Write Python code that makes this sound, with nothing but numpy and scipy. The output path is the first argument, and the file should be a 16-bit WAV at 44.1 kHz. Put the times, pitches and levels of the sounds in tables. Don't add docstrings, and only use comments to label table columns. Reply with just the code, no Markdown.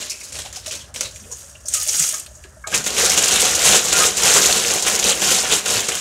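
import sys
import numpy as np
from scipy import signal
from scipy.fft import rfft, irfft
from scipy.io import wavfile
from scipy.ndimage import uniform_filter1d

SR = 44100
rng = np.random.default_rng(int(sys.argv[2]) if len(sys.argv) > 2 else 0)


def linear_from_db(decibels):
    return 10 ** (np.asarray(decibels, float) / 20)


def generate_wav(signal):
    frames = np.transpose(np.atleast_2d(signal))
    scaled = np.clip(frames, -1, 1) * 32767
    pcm = np.round(scaled).astype(np.int16)
    wavfile.write(sys.argv[1], SR, pcm)


N = 264776


def evened(x):
    return x / np.sqrt(np.mean(x ** 2) + 1e-20)


def read(points, hz):
    f, value = np.transpose(points)
    return np.interp(np.log(hz + 1), np.log(f + 1), value)


def add(mix, s, sound):
    part = mix[..., round(s * SR):][..., :sound.shape[-1]]
    part += sound[..., :part.shape[-1]]


def coloured(x, colour, body=()):
    hz = np.fft.rfftfreq(len(x), 1 / SR)
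    lift_db = sum(db / (1 + (2 * (hz - f) / width) ** 2) for f, width, db in body)
    return irfft(rfft(x) * linear_from_db(read(colour, hz) + lift_db), len(x))


def ringing(x, hz, width):
    r = np.exp(-np.pi * width / SR)
    poles = [1, -2 * r * np.cos(2 * np.pi * hz / SR), r * r]
    once = signal.lfilter([1, 0, -1], poles, x)
    return evened(signal.lfilter([1, 0, -1], poles, once))


def lumps(count, seconds):
    span = max(round(seconds * SR / 16), 2)
    coarse = rng.standard_normal(count // 16 + 2)
    coarse = uniform_filter1d(uniform_filter1d(coarse, span), span)
    return np.interp(np.arange(count) / 16, np.arange(len(coarse)), evened(coarse))


def clumps(count, per_s, lasts):
    draw = rng.random(count) * SR / per_s
    landed = signal.lfilter([1], [1, -np.exp(-1 / (lasts * SR))], -np.log(np.minimum(draw, 1)))
    return evened(np.log(landed + 0.43) - np.log(landed + 0.34).mean())


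def grains(count, lo_hz, hi_hz, per_s, spread_db, cycles, drift_db, kinds):
    out = np.zeros(count)
    for hz in np.geomspace(lo_hz, hi_hz, kinds):
        draw = rng.uniform(-1, 1, count) * kinds * SR / per_s
        hit = np.flatnonzero(abs(draw) < 1)
        blows = np.zeros(count)
        blows[hit] = np.sign(draw[hit]) * linear_from_db(spread_db * np.minimum(-np.log(abs(draw[hit])), 5))
        blows *= linear_from_db(drift_db * lumps(count, 0.056))
        turns = np.arange(round(8 * cycles * SR / hz)) * hz / SR
        click = np.sin(2 * np.pi * turns) * turns * np.exp(-turns / cycles)
        click /= np.linalg.norm(click)
        out += np.sqrt(hz) * signal.oaconvolve(evened(blows), click)[:count]
    return out


def splinters(count, colour, body):
    draw = rng.random(count) * SR / 160
    blows = (draw < 1) * linear_from_db(2.3 * np.minimum(-np.log(draw + 1e-12), 3))
    tail = np.exp(-np.arange(800) / SR / 0.0014)
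    hiss = np.diff(rng.standard_normal(count + 1))
    return evened(coloured(hiss, colour, body)) * signal.oaconvolve(blows, tail)[:count]


def busier(thin_db, rel_db, follow):
    return rel_db - 20 + follow * (thin_db + 20)


def rattle(efforts, middle_law, hollow_law, slips, colour, body, per_s, spread_db, lumpy_db, slip_db,
           pitched_db, hollow_slip_db, drift_db, thin_hz, rise_s, thin_slip_db):
    s, effort_db = np.transpose(efforts)
    t = np.arange(s[0], s[-1], 1 / SR)
    count = len(t)
    thin_db = np.interp(t, s, effort_db)
    power = linear_from_db(2 * np.array([thin_db, busier(thin_db, *middle_law), busier(thin_db, *hollow_law)]))

    after, pitched = np.arange(SR // 5) / SR, np.zeros(count)
    onset = 1 - np.exp(-after / rise_s)
    jostle = rng.standard_normal((len(slips), len(after)))
    for (at, peak_db, middle, hz, t60), noise in zip(slips, jostle):
        thin = thin_slip_db - 18 * max(np.log2(4500 / hz), 0)
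        shares_db = np.array([[thin], [middle], [middle + hollow_slip_db]])
        add(power, at - s[0], linear_from_db(2 * (peak_db + slip_db + shares_db) - 120 * after / t60) * onset ** 2)
        tumble = onset * linear_from_db(pitched_db - 60 * after / t60) * ringing(noise, hz, 0.19 * hz)
        add(pitched, at - s[0], linear_from_db(peak_db + slip_db) * tumble)

    thin_clicks = grains(count, thin_hz, 16400, per_s, spread_db, 0.87, drift_db, kinds=12)
    middle_clicks = grains(count, 1030, 0.906 * thin_hz, 0.6 * per_s, spread_db, 1.22, drift_db, kinds=10)
    hollow_clicks = grains(count, 154.6, 928, 0.3 * per_s, 1.12 * spread_db, 0.53, 1.5, kinds=8)

    clumps_db = lumpy_db * clumps(count, per_s=24, lasts=0.014)
    out = pitched + linear_from_db(-8) * np.sqrt(power[0]) * splinters(count, colour, body)
    for p, clicks in zip(power, (thin_clicks, middle_clicks, hollow_clicks)):
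        unevenness = linear_from_db(clumps_db + 1.1 * lumpy_db * lumps(count, 0.022))
        out += np.sqrt(p) * evened(coloured(clicks, colour, body) * unevenness)
    return s[0], out


# start in seconds, peak in dB, pitch in Hz, t60 in seconds.
POT_BUBBLES = [(0.57, -37, 744, 0.046), (0.675, -32, 623, 0.071), (1.136, -53, 620, 0.11),
               (1.428, -55, 557, 0.27), (1.506, -57, 573, 0.13), (1.547, -46, 620, 0.071),
               (1.649, -42, 607, 0.07), (1.746, -48, 604, 0.13), (1.867, -38, 617, 0.075),
               (2.127, -42, 633, 0.081), (2.276, -49, 614, 0.063), (2.31, -47, 610, 0.064),
               (2.367, -53, 614, 0.091), (2.477, -54, 625, 0.1), (2.567, -43.5, 630, 0.061)]
# time in seconds, level in dB.
BOIL_LEVEL = [(0.0, -52), (0.25, -53), (0.33, -41.5), (0.87, -46.5), (1.0, -43.5), (2.0, -48), (2.17, -56),
              (2.29, -44), (6.0, -63)]
# frequency in Hz, density in dB per Hz.
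BOIL_COLOUR = [(8.8, -50), (15, -23), (27, -40), (59, 7), (119, -2), (178, -15.5), (200, -13), (260, -20),
               (440, -120)]
# frequency in Hz, density in dB per Hz.
SIMMER_COLOUR = [(76, -41), (130, 4), (363, -2), (554, -0.5), (625, 3), (812, -4), (1710, 2.5), (2220, -14),
                 (2830, -26), (4320, -60), (6470, -13), (11600, -28), (16000, -38)]


def pot(shakes):
    out, t = np.zeros(N), np.arange(SR // 4) / SR
    for s, peak_db, hz, t60 in POT_BUBBLES:
        swell = 1 - np.exp(-t / 0.0048)
        add(out, s, linear_from_db(peak_db + 12 - 60 * t / t60) * swell * np.sin(2 * np.pi * hz * t))

    now = np.arange(N) / SR
    s, boil_db = np.transpose(BOIL_LEVEL)
    boil = linear_from_db(np.interp(now, s, boil_db))
    effort_db = np.interp(now, *np.transpose(shakes), left=-90)
    jolt = linear_from_db(-46.5 + 0.79 * (effort_db + 23.5))
    rumble = evened(coloured(rng.standard_normal(N), BOIL_COLOUR + [(400, -62)]))

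    fizz = coloured(rng.standard_normal(N), [(60, -50)] + SIMMER_COLOUR, [(559, 37, 6.7)])
    fizz *= linear_from_db(1.7 * lumps(N, 0.019))
    return out + np.hypot(boil, jolt) * rumble + linear_from_db(-52) * evened(fizz)


# time in seconds, effort in dB.
BAG_HANDLING = [(0.0, -24.5), (0.09, -37), (0.27, -39), (0.36, -48), (0.65, -42), (0.72, -42), (0.935, -53),
                (1.017, -27.5), (1.14, -44)]
# start in seconds, peak in dB, middle clicks in dB relative to it,
# pitch of the pieces in Hz, t60 in seconds.
BAG_SLIPS = [(0.0186, -23, 4.5, 6400, 0.21), (0.0967, -9.5, -32, 5330, 0.15),
             (0.2324, -17.5, -21, 6500, 0.26), (0.3217, -19, -8, 7840, 0.17), (0.34, -20, -4, 8400, 0.44),
             (0.386, -17.5, -2, 7400, 0.28), (0.4494, -19.5, -2, 6960, 0.17), (0.526, -17, -6, 6980, 0.16),
             (0.5584, -14.5, -11.5, 5150, 0.14), (0.6285, -39, -15, 6880, 0.073),
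             (0.6595, -16.5, -3.5, 5900, 0.21), (0.71, -14.5, -4.5, 6200, 0.31),
             (0.7524, -15, -3, 6480, 0.069), (0.943, -17.5, -7, 8450, 0.19),
             (0.9592, -14, -1.5, 5630, 0.12), (1.0086, 2.5, -8, 6300, 0.039),
             (1.0274, -12.5, -7, 6470, 0.13), (1.1094, -22, -20, 6940, 0.073)]
BAG_CREAKS = [(0.1093, -14, -29, 2460, 0.22), (0.2107, -15, -25, 2300, 0.098),
              (0.8043, -20.5, -19, 3200, 0.13), (1.0496, -12, -8, 3970, 0.15)]
# frequency in Hz, density in dB per Hz.
BAG_COLOUR = [(88, -36), (150, -9), (303, -13), (622, -5), (686, -15), (1210, -10.5), (2250, -6.5),
              (3390, -4.5), (6700, 4), (9000, -2), (11600, -10.5), (15800, -22)]
# frequency in Hz, width in Hz, lift in dB.
BAG_RESONANCES = [(2750, 950, 3), (5570, 400, 2)]


def rustling():
    return rattle(
        BAG_HANDLING, (-9, 0.85), (-18, 0.7), BAG_SLIPS + BAG_CREAKS, BAG_COLOUR, BAG_RESONANCES,
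        per_s=7000, spread_db=2, lumpy_db=1.5, slip_db=-10.5, pitched_db=-5.5, hollow_slip_db=-9,
        drift_db=1, thin_hz=4300, rise_s=0.0017, thin_slip_db=0.3)


# start in seconds, peak in dB, pitch in Hz.
NOODLE_CRACKS = [(0.0975, -18, 4900), (0.3899, -15, 7400), (0.6707, -18, 6100), (0.7527, -14, 6500),
                 (0.9417, -15, 8100), (0.96, -19, 2770), (1.0088, -1, 6500), (0.7095, -20, 2800),
                 (0.527, -25, 7000), (1.16, -24, 6800), (1.3252, -32, 6740),
                 (1.6837, -10, 8100), (1.686, -9, 6440), (1.7379, -3, 7400), (1.7383, -12, 6200),
                  (1.742, -9, 6800), (1.801, -6, 6400), (1.8142, -7, 5700), (1.8216, -7, 7800),
                  (1.8317, -5, 9600), (1.8591, -18, 5800), (1.87, -14, 6300), (1.8765, -1, 8500),
                  (1.8844, -4, 6200), (1.8903, -4, 5750), (1.9361, -14, 9100), (1.941, -11, 6200),
                  (1.954, -3, 6700), (1.996, -3, 7500), (2.0084, -6, 7500), (2.0187, -4, 6900),
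                  (2.026, -6, 6500), (2.0907, -2, 7900), (2.125, -11, 8800), (2.142, -9, 6500),
                  (2.1828, -12, 6800), (2.1964, -14, 8300), (2.2625, -20, 9000),
                 (2.6726, -21, 7000), (2.7132, -22, 7100), (2.7397, -8.5, 2730), (2.7496, -4, 6900),
                      (2.777, -1, 6300), (2.8412, -13, 6500), (2.8586, -12, 9300), (2.8753, -6, 8200),
                      (2.9049, -8, 5200), (2.9256, -16, 5370), (2.9671, -11, 2800), (2.9849, -13, 6300),
                      (2.994, -20, 2900), (3.0147, -8, 5700), (3.0888, -8, 5300), (3.0966, -5, 5400),
                      (3.1194, 0, 5600), (3.1712, -4, 7100), (3.2273, -7, 6300), (3.2393, 0, 5800),
                      (3.2592, -2, 7500), (3.2818, -2, 6800), (3.3605, 1, 8800), (3.3806, -13, 5900),
                      (3.4056, -1, 7400), (3.4199, 0, 6000), (3.4496, -1, 5900), (3.4947, -5, 6100),
                      (3.5521, -2, 6500), (3.5925, -2, 5800), (3.8423, -8, 6600), (3.8503, -4, 7400),
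                      (3.8582, -5, 6500), (3.8721, -6, 6100), (3.8859, -1, 6600), (3.9688, -1, 7100),
                      (4.0871, -11, 3600), (4.1698, -9, 7000), (4.226, -12, 6100), (4.2353, 4, 6100),
                      (4.2787, -12, 3900), (4.295, -6, 6700),
                 (4.339, 11, 6560), (4.4152, -4, 6600), (4.4539, -9, 7500), (4.4602, 1, 6300),
                     (4.503, -10, 6100), (4.51, -7, 5800), (4.519, -5, 6700), (4.5265, 1.5, 3970),
                     (4.5655, -15, 6500), (4.6488, -4.5, 2530), (4.6611, -8, 6800), (4.6825, -7, 6040),
                     (4.7383, 0, 6960), (4.7578, -8, 6700), (4.8014, -8, 6700), (4.8246, -1.5, 6600),
                     (4.8513, -12, 3100), (4.8649, -8, 8000), (4.8752, -8, 7000), (4.882, 2, 8800),
                     (4.9043, -4, 6700), (4.9234, -8, 6800), (4.9456, -11, 7000), (4.953, 2, 6360),
                     (4.9612, -3, 5900), (4.9922, -3, 6700), (5.0277, -8, 3500), (5.0415, 3, 6200),
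                     (5.068, -4, 3900), (5.097, 2, 7000), (5.1524, -10, 8300), (5.2027, -20, 6800),
                     (5.213, -14, 7200), (5.22, -3, 6000), (5.2427, -12, 6300), (5.3107, -7, 8800),
                     (5.328, -6, 6800), (5.4283, -8, 6600), (5.4485, -11, 6500), (5.4973, -15, 6800),
                     (5.5156, -8, 6797), (5.5234, 0, 3870), (5.536, -7, 6500), (5.6431, -28, 2500),
                     (5.6555, -20, 3500), (5.6605, -2.5, 6610), (5.681, -5, 6700), (5.7221, -14, 6950),
                     (5.7314, -8, 8100), (5.7693, -3, 4650), (5.8052, -3, 6600), (5.8337, -14, 6300),
                     (5.8837, -10, 6100), (5.9198, -10, 2500), (5.953, -4, 6600),
                 (3.047, 1, 6500), (3.053, 3, 7000), (3.176, -2, 6960), (3.335, -4, 7000), (3.664, -2, 6600),
                (3.69, 2, 7000), (3.712, -2, 6400), (3.75, -2, 7200), (3.928, -2, 7100), (3.99, -5, 6500),
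                (4.035, -2, 6800), (4.0538, -2, 7400), (4.255, -7, 6500), (4.35, -1, 6400),
                (4.709, -4, 6600), (5.087, -3, 7000), (5.275, -4, 6900), (2.4375, -37, 9000)]


def snaps():
    rebounds, rebound_s = 20, 0.0066
    out, t = np.zeros(N), np.arange(120) / SR
    rows = NOODLE_CRACKS
    for s, peak_db, hz in rows:
        late, tune = rng.random((2, rebounds))
        delay = np.append(0, 0.0006 + 3 * rebound_s * late ** 1.5)
        pitch = hz * np.append(1, 0.86 + 0.57 * tune)[:, None]
        u = t * pitch / 0.75
        cracks = u * np.exp(1 - u) * np.sin(2 * np.pi * pitch * t)
        edge_hz = 2.04 * np.minimum(pitch, 7500)
        cracks += linear_from_db(-11) * 2 * u * np.exp(1 - 2 * u) * np.sin(2 * np.pi * edge_hz * t)
        weaker = linear_from_db(-5) * np.exp(-delay[1:] / rebound_s) * np.cos(40 * tune)
        for d, size, crack in zip(delay, np.append(1, weaker), cracks):
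            add(out, s + d, linear_from_db(peak_db + 0.1) * size * crack)
    return out


# start in seconds, level in dB, #
# pitch in Hz, length in seconds.
LOW_THUMPS = [(0.33, -43, 540, 0.055), (0.437, -40, 766, 0.048), (0.715, -42, 535, 0.042),
              (0.88, -47, 720, 0.044), (1.001, -42, 490, 0.041), (1.199, -45, 205, 0.064),
              (1.303, -45.5, 1000, 0.043), (1.868, -44, 430, 0.059), (2.664, -31.5, 657, 0.03),
              (3.163, -29.5, 425, 0.05), (2.73, -36, 150, 0.094), (5.681, -36, 110, 0.14),
              (4.2, -28, 760, 0.16), (1.237, -45.5, 460, 0.12), (1.953, -40, 160, 0.093),
              (2.437, -47, 378, 0.031)]


def thumps():
    out, t = np.zeros(N), np.arange(SR // 4) / SR
    for s, db, hz, lasts in LOW_THUMPS:
        swell = np.sin(np.pi * np.minimum(t / lasts, 1))
        add(out, s, linear_from_db(db) * ringing(rng.standard_normal(len(t)), hz, 0.31 * hz) * swell)
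    return out


# time in seconds, effort in dB.
CUP_CARRIED = [(1.14, -41.5), (1.308, -43.5), (1.324, -45), (1.378, -37), (1.63, -51), (1.68, -50),
               (1.69, -36), (1.737, -26.5)]
CUP_POURING = [(1.74, -15), (1.79, -25), (1.985, -19.5), (2.001, -14.5), (2.153, -24), (2.187, -30),
               (2.26, -44.5), (2.587, -52.5), (2.661, -52)]
# start in seconds, peak in dB, middle clicks in dB relative to it,
# pitch of the pieces in Hz, t60 in seconds.
CUP_SLIPS = [(1.1584, -23, -3, 7340, 0.08), (1.199, -25, -18, 5840, 0.11), (1.314, -14, -25, 6900, 0.084),
             (1.3226, -12.5, -25, 6700, 0.14), (1.5744, -37, -14, 6860, 0.06),
             (1.6337, -31, -22, 6460, 0.086), (1.656, -16, -36, 6000, 0.53), (1.6831, -1, -39, 8000, 0.045),
             (1.738, 0, -26, 7000, 0.077), (1.7993, -18, -19, 6330, 0.06), (1.822, -2, -10.5, 6510, 0.045),
             (1.8562, -24, -23, 6400, 0.06), (1.8881, 3.5, -17, 5800, 0.057),
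             (1.9444, -7.5, -2.5, 6700, 0.081), (1.995, 6.5, -30, 7500, 0.039),
             (2.0087, -3, -24, 7140, 0.074), (2.0224, 0, -15, 6600, 0.065), (2.039, -16, 2, 7000, 0.1),
             (2.0894, -3.5, -19, 6550, 0.052), (2.14, -3, -11.5, 6700, 0.065),
             (2.198, -9, -26, 7850, 0.042), (2.35, -25, -30, 7050, 0.13), (2.436, -29, -10, 7500, 0.11)]
CUP_CREAKS = [(1.2371, -36, 9, 2490, 0.12), (1.552, -26, -5, 2780, 0.076), (2.262, -23.5, 1, 4300, 0.052),
              (2.4386, -27, 0, 1770, 0.11)]
# frequency in Hz, density in dB per Hz.
CUP_COLOUR = [(88, -31.5), (150, -20), (250, -23), (610, -13), (1050, -21), (1250, -9.5), (2960, -1),
              (4040, -5.5), (4900, -4.5), (5500, -8), (6600, 1.5), (9500, -8.5), (14000, -17), (15800, -25)]
# frequency in Hz, width in Hz, lift in dB.
CUP_RESONANCES = [(1310, 60, 5.4), (5670, 190, 9.5), (6480, 130, 3.1), (8800, 1000, 5.6)]


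def tipping():
    return rattle(
        CUP_CARRIED + CUP_POURING, (-12, 1.02), (-28, 0.45), CUP_SLIPS + CUP_CREAKS, CUP_COLOUR, CUP_RESONANCES,
        per_s=4500, spread_db=1, lumpy_db=1, slip_db=-13.5, pitched_db=0, hollow_slip_db=-11,
        drift_db=0.5, thin_hz=5300, rise_s=0.00067, thin_slip_db=-5)


# start in seconds, peak in dB, favoured pitch in Hz,
# contact length in seconds.
CUP_KNOCKS = [
    (1.747, -30, 1250, 0.053),
    (2.136, -23.5, 1400, 0.0091),
    (2.639, -21, 1600, 0.0037),
    (2.657, -28, 1200, 0.014),
    (2.725, -17, 1600, 0.013),
    (3.93, -17, 1400, 0.097),
    (3.998, -13, 1400, 0.039),
    (4.24, -23, 1300, 0.018),
]
# frequency in Hz, level in dB, t60 in seconds.
CUP_MODES = [(1134, 7.5, 0.056), (1250, 7.5, 0.087), (1400, 0.5, 0.077), (1633, 13.5, 0.043),
             (1750, -4, 0.067), (2225, 14.5, 0.061)]


def knocks():
    out, t = np.zeros(N), np.arange(SR // 4) / SR
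    for s, peak_db, near_hz, lasts in CUP_KNOCKS:
        focus_db = 1200 * lasts
        ring = np.zeros(len(t))
        for hz, db, t60 in CUP_MODES:
            mode_db = db - focus_db * abs(np.log2(hz / near_hz)) - 60 * t / t60
            ring += linear_from_db(mode_db) * np.sin(2 * np.pi * hz * t)
        rub = rng.standard_normal(len(t)) * np.exp(-(t / lasts) ** 2)
        blow = 3 * np.sin(np.pi * np.minimum(t / 0.0006, 1)) ** 2
        knock = signal.fftconvolve(ring * (1 - np.exp(-t / 0.0033)), rub + blow)[:len(t)]
        add(out, s, linear_from_db(peak_db) * knock / abs(knock).max())
    return out


# full strength from in seconds, length in seconds, effort in dB.
BAG_SHAKES = [(2.67, 0.023, -60), (2.758, 0.005, -18.5), (2.883, 0.17, -26.5), (2.997, 0.071, -14.5),
              (3.117, 0.16, -16.5), (3.316, 0.33, -16), (3.656, 0.11, -10.5), (3.857, 0.075, -19.5),
              (3.976, 0.087, -12), (4.183, 0.028, -19), (4.249, 0.13, -12), (4.431, 0.079, -15),
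              (4.555, 0.21, -17.5), (4.874, 0.03, -15.5), (4.942, 0.035, -20.5), (5.051, 0.048, -14),
              (5.162, 0.033, -23), (5.244, 0.037, -15), (5.308, 0.046, -14), (5.392, 0.08, -20),
              (5.522, 0.021, -13), (5.686, 0.025, -18.5), (5.743, 0.043, -17), (5.838, 0.0055, -23.5),
              (5.913, 0.063, -23.5)]


def shake_efforts():
    rise, sag, fall = 284, 6, 212
    t = np.arange(BAG_SHAKES[0][0] - 0.004, N / SR, 0.002)
    s, lasts, db = np.transpose(BAG_SHAKES)[..., None]
    shape_db = rise * np.minimum(t - s, 0) - sag * np.clip(t - s, 0, lasts)
    shape_db = shape_db - fall * np.maximum(t - s - lasts, 0)
    return np.transpose([t, 10 * np.log10(linear_from_db(2 * (db + shape_db)).sum(0))])


# start in seconds, peak in dB, middle clicks in dB relative to it,
# pitch of the pieces in Hz.
SHAKE_SLIPS = [(2.671, -8, -2, 7300), (2.714, -12, -3, 6370), (2.742, 5.5, -5, 6380),
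               (2.8405, -5.5, -9, 6440), (2.862, 0.5, -4, 6440), (2.9944, 2, -23, 6010),
               (3.0953, 7, -27, 5740), (3.1747, 8, -4.5, 6960), (3.237, 2.5, -10, 6000),
               (3.2796, 4, -25, 7170), (3.357, 3.5, -5, 3670), (3.404, 4.5, -27, 8500),
               (3.4494, 4.5, -1.5, 6334), (3.5508, 4.5, -32, 6400), (3.924, 4.5, -5, 7000),
               (3.9684, -28, -12, 6490), (4.1693, 3.5, -28, 7350), (4.415, 6, -18, 6250),
               (4.4563, 7, -26, 6700), (4.524, 4.5, -25, 6500), (4.7, 2, -2, 6400),
               (4.8253, -0.5, -13, 7000), (4.8638, -7, -23, 7050), (4.992, 2.5, -14, 6902),
               (5.217, -1, -0.5, 6200), (5.313, 1.5, 0, 7200), (5.5146, 3.5, -7, 3530),
               (5.657, -2, -3, 6890), (5.885, 0.5, -3.5, 7250), (5.95, -6, -18, 7080)]
# frequency in Hz, density in dB per Hz.
SHAKE_COLOUR = [(76, -56), (130, -9.5), (183, -9.5), (257, -9.5), (452, 0), (876, -5), (1360, -10),
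                (1600, -6.5), (2870, 0), (4640, -4), (7080, 2), (14300, -19.5), (15800, -31)]
# frequency in Hz, width in Hz, lift in dB.
SHAKEN_BAG_RESONANCES = [(182, 77, 8.3), (453, 370, 4.7), (752.5, 19, 9.4), (1400, 400, 7.4), (6380, 120, 2.1)]


def shaking(shakes):
    slips = [(*row, 0.091) for row in SHAKE_SLIPS]
    return rattle(
        shakes, (-5, 0.9), (-10, 0.85), slips, SHAKE_COLOUR, SHAKEN_BAG_RESONANCES,
        per_s=8000, spread_db=2.5, lumpy_db=0.89, slip_db=-15.5, pitched_db=-4.5, hollow_slip_db=-4,
        drift_db=1.03, thin_hz=4160, rise_s=0.0014, thin_slip_db=0.5)


# frequency in Hz, t60 in seconds.
ROOM_DECAY = [(200, 0.48), (2000, 0.23), (8000, 0.12), (16000, 0.14)]


def kitchen(x):
    out, at = np.zeros(N), np.arange(100, SR // 2 - 20, 20)
    for k in range(3):
        taps = np.zeros(SR // 2)
        taps[at + rng.integers(0, 20, len(at))] = rng.choice([-1., 1.], len(at))
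        hz, t, z = signal.stft(taps, SR, nperseg=256)
        decay = linear_from_db(-60 * t / read(ROOM_DECAY, hz)[:, None])
        tail = signal.istft(z * decay, SR, nperseg=256)[1]
        turn = np.sqrt(2 / 3) * np.cos(np.pi * (5 * np.arange(N) / SR + k / 3))
        out += signal.fftconvolve(x * turn, tail / np.linalg.norm(tail))[:N]
    return out


def scene():
    shakes = shake_efforts()
    hands = snaps() + thumps() + knocks()
    add(hands, *rustling())
    add(hands, *tipping())
    add(hands, *shaking(shakes))
    return (pot(shakes) + hands + linear_from_db(-11.5) * kitchen(hands))[None]


def roll_off(x):
    return signal.sosfilt(signal.butter(12, 16440, fs=SR, output="sos"), x)


def record(dry):
    squeezed = 0.8 * dry / (1 + abs(dry / 1.15) ** 4) ** 0.25
    edge = signal.firwin(1501, 15790, window=("kaiser", 8), fs=SR)
    finished = signal.oaconvolve(squeezed, edge[None], "same")
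    return roll_off(finished)


dry = scene()
out = record(dry)
generate_wav(out)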